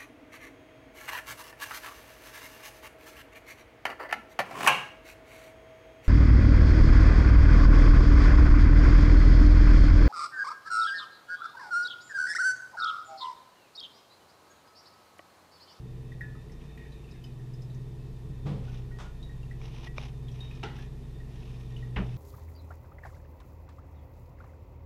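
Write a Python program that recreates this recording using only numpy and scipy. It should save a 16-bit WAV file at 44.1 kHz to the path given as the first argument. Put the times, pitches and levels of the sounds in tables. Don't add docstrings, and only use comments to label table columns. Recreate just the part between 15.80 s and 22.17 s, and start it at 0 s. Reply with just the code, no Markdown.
import sys
import numpy as np
from scipy import signal
from scipy.fft import rfft, irfft, next_fast_len
from scipy.io import wavfile
from scipy.ndimage import uniform_filter1d

SR = 44100
rng = np.random.default_rng(int(sys.argv[2]) if len(sys.argv) > 2 else 0)


def store_pcm(level_fs):
    pcm = np.round(np.clip(level_fs, -1, 1) * 32767).astype(np.int16)
    wavfile.write(sys.argv[1], SR, np.atleast_2d(pcm).T)


N = 280917
T = np.arange(N) / SR

# start in seconds, bubble pitch in Hz, level in dB, t60 in seconds.
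DROPS = [(.319, 1938, -47.5, 0.046), (.409, 1890, -34.5, 0.064), (0.551, 1286, -52.5, .065),
         (.696, 2000, -55, 0.032), (.975, 2320, -49, 0.022), (.975, 1890, -49, .025),
         (.994, 1900, -54.5, 0.26), (1.053, 1845, -53, 0.05), (1.121, 3970, -54.5, 0.05),
         (1.289, 2570, -56, .045), (1.310, 5170, -58, 0.074), (1.44, 3050, -48.5, .055),
         (1.440, 5080, -57, 0.065), (1.819, 5160, -56, 0.065), (1.945, 6120, -65, .06),
         (2.879, 1482, -53.5, 0.13), (3.108, 1480, -56, .08), (3.117, 1903, -56, 0.3),
         (3.251, 1441, -53, 0.19), (3.427, 3825, -48.5, 0.13), (3.494, 1890, -56, 0.14),
         (3.63, 2770, -52, .035), (3.711, 1946, -45, 0.041), (4.07, 1937, -42, 0.09),
         (4.483, 3325, -45, 0.021), (4.514, 5700, -62, 0.055), (4.604, 3763, -45, 0.23),
         (4.711, 2540, -44.5, 0.026), (4.750, 5300, -63, .06), (4.988, 1670, -45, .025),
         (5.401, 1907, -57, 0.095), (5.965, 2910, -42.5, 0.018), (6.025, 1920, -52, 0.13)]
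# pitch in Hz, relative level in dB, t60 in seconds.
JAR_MODES = [(1448, -7, .8), (1723, -1, .45), (1771, -3, .6), (1915, -1.5, .28), (2480, -3, .4),
             (2595, -12, .6), (3596, -16, .7), (3750, 0, .22), (3830, -6, .2), (5060, -4, .2),
             (5850, -9, .12)]
# start in seconds, relative level in dB.
BURSTS = [(.408, -59), (.9745, -56), (1.438, -53), (4.988, -55)]
# time in seconds, relative level in dB.
FLOW = [(0, 0.5), (.7, 0.5), (1.1, 3), (1.7, -1), (4.5, 1), (6.37, 0.5)]
# centre in Hz, width in Hz, relative level in dB.
STREAM_RESONANCES = [(1844, 200, -1), (2450, 200, -13.5), (2600, 18, -8.5), (3600, 26, -5.5),
                     (3694, 160, -9.5)]
# start in seconds, length in seconds, level in dB.
SLEEVE_STROKES = [(0.8, 0.063, -66.5), (2.844, 0.16, -63), (3.815, 0.078, -59), (3.923, 0.096, -58),
                  (4.034, 0.044, -52.5), (4.174, 0.11, -54.5), (4.542, 0.12, -62), (4.675, 0.15, -65),
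                  (4.95, 0.11, -59.5), (5.523, .27, -64), (5.825, 0.24, -67.5), (6.197, 0.24, -64)]
# frequency in Hz, relative density in dB.
CLOTH_COLOUR = [(900, -12), (1700, -12.5), (2500, -1.5), (3700, -5.5), (4600, -15.5), (6300, -13.5),
                (7600, -58), (9800, -24), (11000, -32), (15000, -44)]
# start in seconds, level in dB.
FINGER_TAPS = [(3.815, -42), (4.165, -51), (4.1816, -24.5)]
# pitch in Hz, relative level in dB, t60 in seconds.
CASE_MODES = [(597, -1, 0.013), (1110, 10, 0.0051), (2370, 5, 0.01), (3720, -5.5, 0.01), (5470, 4, 0.003)]
# start in seconds, level in dB, treble attack in seconds,
# bass t60 and treble t60 in seconds, relative level of the crack in dB.
BUMPS = [(2.655, -32, 0.013, 0.65, 0.64, -3), (3.186, -40.5, 0.022, 0.23, 0.32, 6),
         (4.83, -35, 0.0048, 0.43, 0.38, 7), (6.160, -24, 0.006, 0.39, 0.23, -1)]
# frequency in Hz, relative density in dB.
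BUMP_COLOURS = [
    [(110, -16), (190, -0.5), (355, -23), (422, -7.5), (651, -23), (774, -22), (1020, -26), (1150, -26.5),
     (1470, -34.5), (3380, -36), (12000, -63), (15600, -88), (22000, -120)],
    [(260, -44.5), (450, -5), (757, -2), (1160, -4.5), (2120, -13), (3560, -14), (4160, -21), (6250, -21),
     (13000, -45)],
    [(140, -5), (230, -7), (285, -19), (397, -1), (621, -26), (822, -6), (1140, -25), (1350, -10),
     (1730, -20.5), (2040, -16), (2180, -20), (3650, -22.5), (12000, -58.5), (15600, -87), (22000, -120)],
    [(29, -40), (50, 6), (109, -23), (185, 2.5), (264, -14), (420, -10), (513, -21.5), (731, -16),
     (1520, -22.5), (1740, -21), (2950, -24), (3450, -33), (10000, -72), (13000, -99), (22000, -120)],
]
# pitch in Hz, relative level in dB, t60 in seconds.
DISH_MODES = [(401, -2, 0.35), (813, 3.5, 0.2), (890, -19, .17), (1344, -16, .13), (1410, -5, .25),
              (1950, -12.5, 0.65), (2740, 10, 0.023), (2880, -14, 0.56), (5300, -8, 0.061),
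              (5900, -13, 0.12)]
# start in seconds, level in dB.
FOOTFALLS = [(2.434, -35), (2.478, -33), (2.643, -26), (2.698, -28.5), (2.898, -40)]
# pitch in Hz, relative level in dB, t60 in seconds.
FLOOR_MODES = [(89.6, -9.5, 0.63), (142.3, 3, 0.3), (182, -6, 0.25), (309, -11.5, 0.25), (436, -12, 0.15)]
# time in seconds, level in dB (the drone's before its trim).
SHAFT_RIDE = [(0, -53), (.7, -49.5), (1.2, -66), (1.6, -51.5), (3, -45), (6.37, -48)]
OCTAVE_RIDE = [(0, -50), (1.15, -46.5), (1.6, -58), (1.9, -52), (2.6, -45.5), (6.37, -43.5)]
DRONE_RIDE = [(0.0, -46.5), (0.52, -44), (0.81, -64.5), (1.61, -43), (2.34, -47), (3.02, -41),
              (3.33, -50.5), (3.64, -42), (4.06, -48), (4.5, -37.5), (5.28, -46), (6.1, -37.5)]
# pitch in Hz, rms level in dB.
HUM_LINES = [(85.3, -57), (141.8, -50.5), (170.5, -65), (180, -61.5), (242.5, -61.5), (246, -66.5),
             (339.5, -65.5), (353.5, -69.5), (411.5, -65.5), (444.5, -65.5)]
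# frequency in Hz, relative density in dB.
AIR_COLOUR = [(12, -27), (20, -2), (42, -3.5), (76, -14.5), (132, -6.5), (189, -12), (286, -16.5),
              (433, -17), (540, -25), (1020, -28.5), (1510, -38.5), (1830, -39), (2100, -38), (3650, -39.5),
              (15000, -52.5)]

DROP_HZ, DROP_DB, DROP_T60_S = 2200, -51.5, 0.063


def drips(glide=0.016, heavy_s=0.409, heavy_db=-46.5, table_db=-7, room_db=-15):
    out, t = np.zeros(N), T[:SR]
    attack = 1 - np.exp(-t / 0.001)
    for start, hz, db, t60 in DROPS + stray_droplets():
        life_doublings, louder_db = np.log2(t60 / DROP_T60_S), db - DROP_DB
        ring_db = -11 - 0.5 * life_doublings - 0.44 * louder_db
        splash_db = -10 - 0.46 * louder_db + 5 * np.log2(hz / DROP_HZ)
        age = t / t60
        pitch = hz * (1 + glide * (np.minimum(age, 1) - 0.5))
        bubble = np.sin(2 * np.pi * np.cumsum(pitch) / SR) * decay(age ** 1.27, 1)
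        spray_colour = [(hz / 2, -19), (hz * 0.8, -9), (hz, 0), (hz * 1.3, -12), (15000, -28)]
        splash = undb(splash_db) * noise(spray_colour, SR) * decay(t, t60=0.06)
        glass = undb(ring_db) * jar_ring(hz, reach=0.054)
        add(out, start, undb(db) * attack * (bubble + glass + splash))
    add(out, heavy_s, undb(heavy_db) * attack * jar_ring(hz=1800, reach=0.13))
    return out + undb(table_db) * reverb(out, t60=0.16) + undb(room_db) * reverb(out, t60=0.93)


def stray_droplets(count=12, around_s=1.3, spread_s=0.46, centre_hz=3120, octaves=0.91, level_db=-62):
    starts = np.abs(rng.normal(around_s, spread_s, count))
    pitches = centre_hz * 2 ** (octaves * np.tanh(rng.standard_normal(count)))
    return [(start, hz, level_db, DROP_T60_S) for start, hz in zip(starts, pitches)]


def jar_ring(hz, reach):
    woken = [(mode_hz, db - 10 * np.log10(1 + ((mode_hz / hz - 1) / reach) ** 4), t60)
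             for mode_hz, db, t60 in JAR_MODES]
    return ring(woken, T[:SR])


def bubble_bursts(trim_db=-2):
    out, t = np.zeros(N), T[:SR // 10]
    for start, db in BURSTS:
        sizzle = band(rng.standard_normal(len(t)), hz=13800, width_hz=3500)
        add(out, start, undb(db + trim_db) * sizzle * decay(t, t60=0.0072))
    return out


def trickle(singing_db=-71.5, sputter_db=2, fizz_db=-79.5, fizz_growth=3.7):
    flow_db = automation(FLOW)
    sputter = rng.standard_normal(N) * undb(sputter_db * wander(rate_hz=60))
    singing = sum(undb(db) * band(sputter, hz, width) for hz, width, db in STREAM_RESONANCES)
    fizz = band(sputter, hz=2460, width_hz=1050)
    return undb(singing_db + flow_db) * singing + undb(fizz_db + fizz_growth * flow_db) * fizz


def sleeve_rustles(body_db=-2.5, hiss_db=-12, grain_db=2.5):
    rub = noise(CLOTH_COLOUR, N)
    body = undb(body_db) * band(rng.standard_normal(N), hz=860, width_hz=550)
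    hiss = undb(hiss_db) * band(rng.standard_normal(N), hz=5360, width_hz=1300)
    strokes = sum(undb(db) * np.exp(-(2 * (T - start) / length - 1) ** 4 / 2)
                  for start, length, db in SLEEVE_STROKES)
    return strokes * (rub + body + hiss) * undb(grain_db * wander(rate_hz=250))


def case_clicks():
    return strikes(FINGER_TAPS, CASE_MODES, attack_s=0.0014, length_s=0.1)


def counter_bumps(crossover_hz=700, bass_lag=2.3, dish_s=4.836, dish_db=-41):
    out, t = np.zeros(N), T[:SR]
    lowpass = signal.butter(2, crossover_hz, fs=SR, output="sos")
    for (start, db, attack_s, bass_t60, treble_t60, crack_db), colour in zip(BUMPS, BUMP_COLOURS):
        wash = noise(colour, SR)
        bass = signal.sosfiltfilt(lowpass, wash)
        treble = wash - bass
        bass_swell = fade_in(t, bass_lag * attack_s) * decay(t, bass_t60)
        treble_swell = fade_in(t, attack_s) * decay(t, treble_t60)
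        crack = undb(crack_db) * fade_in(t, 0.0022) * decay(t, t60=0.012)
        add(out, start, undb(db) * (bass * bass_swell + treble * (treble_swell + crack)))
    add(out, dish_s, undb(dish_db) * ring(DISH_MODES, t))
    return out


def footsteps():
    return strikes(FOOTFALLS, FLOOR_MODES, attack_s=0.027, length_s=1)


def appliance_hum(shaft_hz=28.35, drone_hz=123.2, drone_trim_db=0.5):
    shaft = hum_line(shaft_hz, automation(SHAFT_RIDE), waver_db=0.8, drift_hz=0.057)
    octave = hum_line(2 * shaft_hz, automation(OCTAVE_RIDE), waver_db=0.8, drift_hz=0.09)
    drone = hum_line(drone_hz, automation(DRONE_RIDE) + drone_trim_db, waver_db=2)
    return shaft + octave + drone + sum(hum_line(hz, db, waver_db=2.5) for hz, db in HUM_LINES)


def hum_line(hz, db, waver_db, drift_hz=0.3):
    pitch = hz + drift_hz * wander(rate_hz=1.998)
    phase = 2 * np.pi * (np.cumsum(pitch) / SR + rng.random())
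    return np.sqrt(2) * undb(db + waver_db * wander(rate_hz=2.94)) * np.sin(phase)


def room_tone(level_db=-49, waver_db=0.043):
    return undb(level_db + waver_db * wander(rate_hz=7.1)) * noise(AIR_COLOUR, N)


def reverb(x, t60, predelay_s=0.0033):
    t = T[:SR]
    tail = rng.standard_normal(SR) * decay(t, t60) * (t > predelay_s)
    return signal.fftconvolve(x, tail / np.linalg.norm(tail))[:N]


def strikes(hits, modes, attack_s, length_s):
    out, t = np.zeros(N), T[:int(length_s * SR)]
    for start, db in hits:
        add(out, start, undb(db) * ring(modes, t) * fade_in(t, attack_s))
    return out


def ring(modes, t):
    return sum(undb(db) * decay(t, t60) * np.sin(2 * np.pi * hz * t) for hz, db, t60 in modes)


def noise(colour, size):
    hz, db = np.transpose(colour)
    n = next_fast_len(size, real=True)
    bin_hz = np.arange(n // 2 + 1) * SR / n
    gain = undb(np.interp(np.log(bin_hz + 1), np.log(hz), db))
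    return unit(irfft(rfft(rng.standard_normal(n)) * gain, n)[:size])


def band(x, hz, width_hz):
    b, a = signal.iirpeak(hz, hz / width_hz, fs=SR)
    return unit(signal.lfilter(b, a, signal.lfilter(b, a, x)))


def wander(rate_hz):
    hold = int(SR / rate_hz)
    stepped = np.repeat(rng.standard_normal(N // hold + 1), hold)
    return unit(uniform_filter1d(uniform_filter1d(stepped, hold), hold)[:N])


def automation(points):
    return np.interp(T, *np.transpose(points))


def fade_in(t, attack_s):
    return np.minimum(t / attack_s, 1)


def decay(t, t60):
    return np.exp(-np.log(1000) * t / t60)


def add(out, start_s, x):
    i = max(int(start_s * SR), 0)
    out[i:i + len(x)] += x[:max(N - i, 0)]


def undb(db):
    return 10 ** (np.asarray(db) / 20)


def unit(x):
    return x / np.sqrt(np.mean(x ** 2))


def scene():
    juice = drips() + bubble_bursts() + trickle()
    movement = sleeve_rustles() + case_clicks() + counter_bumps() + footsteps()
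    kitchen = appliance_hum() + room_tone()
    return (juice + movement + kitchen)[None]


def record(dry):
    return signal.sosfilt(signal.ellip(10, 0.2, 80, 15100, fs=SR, output="sos"), dry)


dry = scene()
out = record(dry)
store_pcm(out)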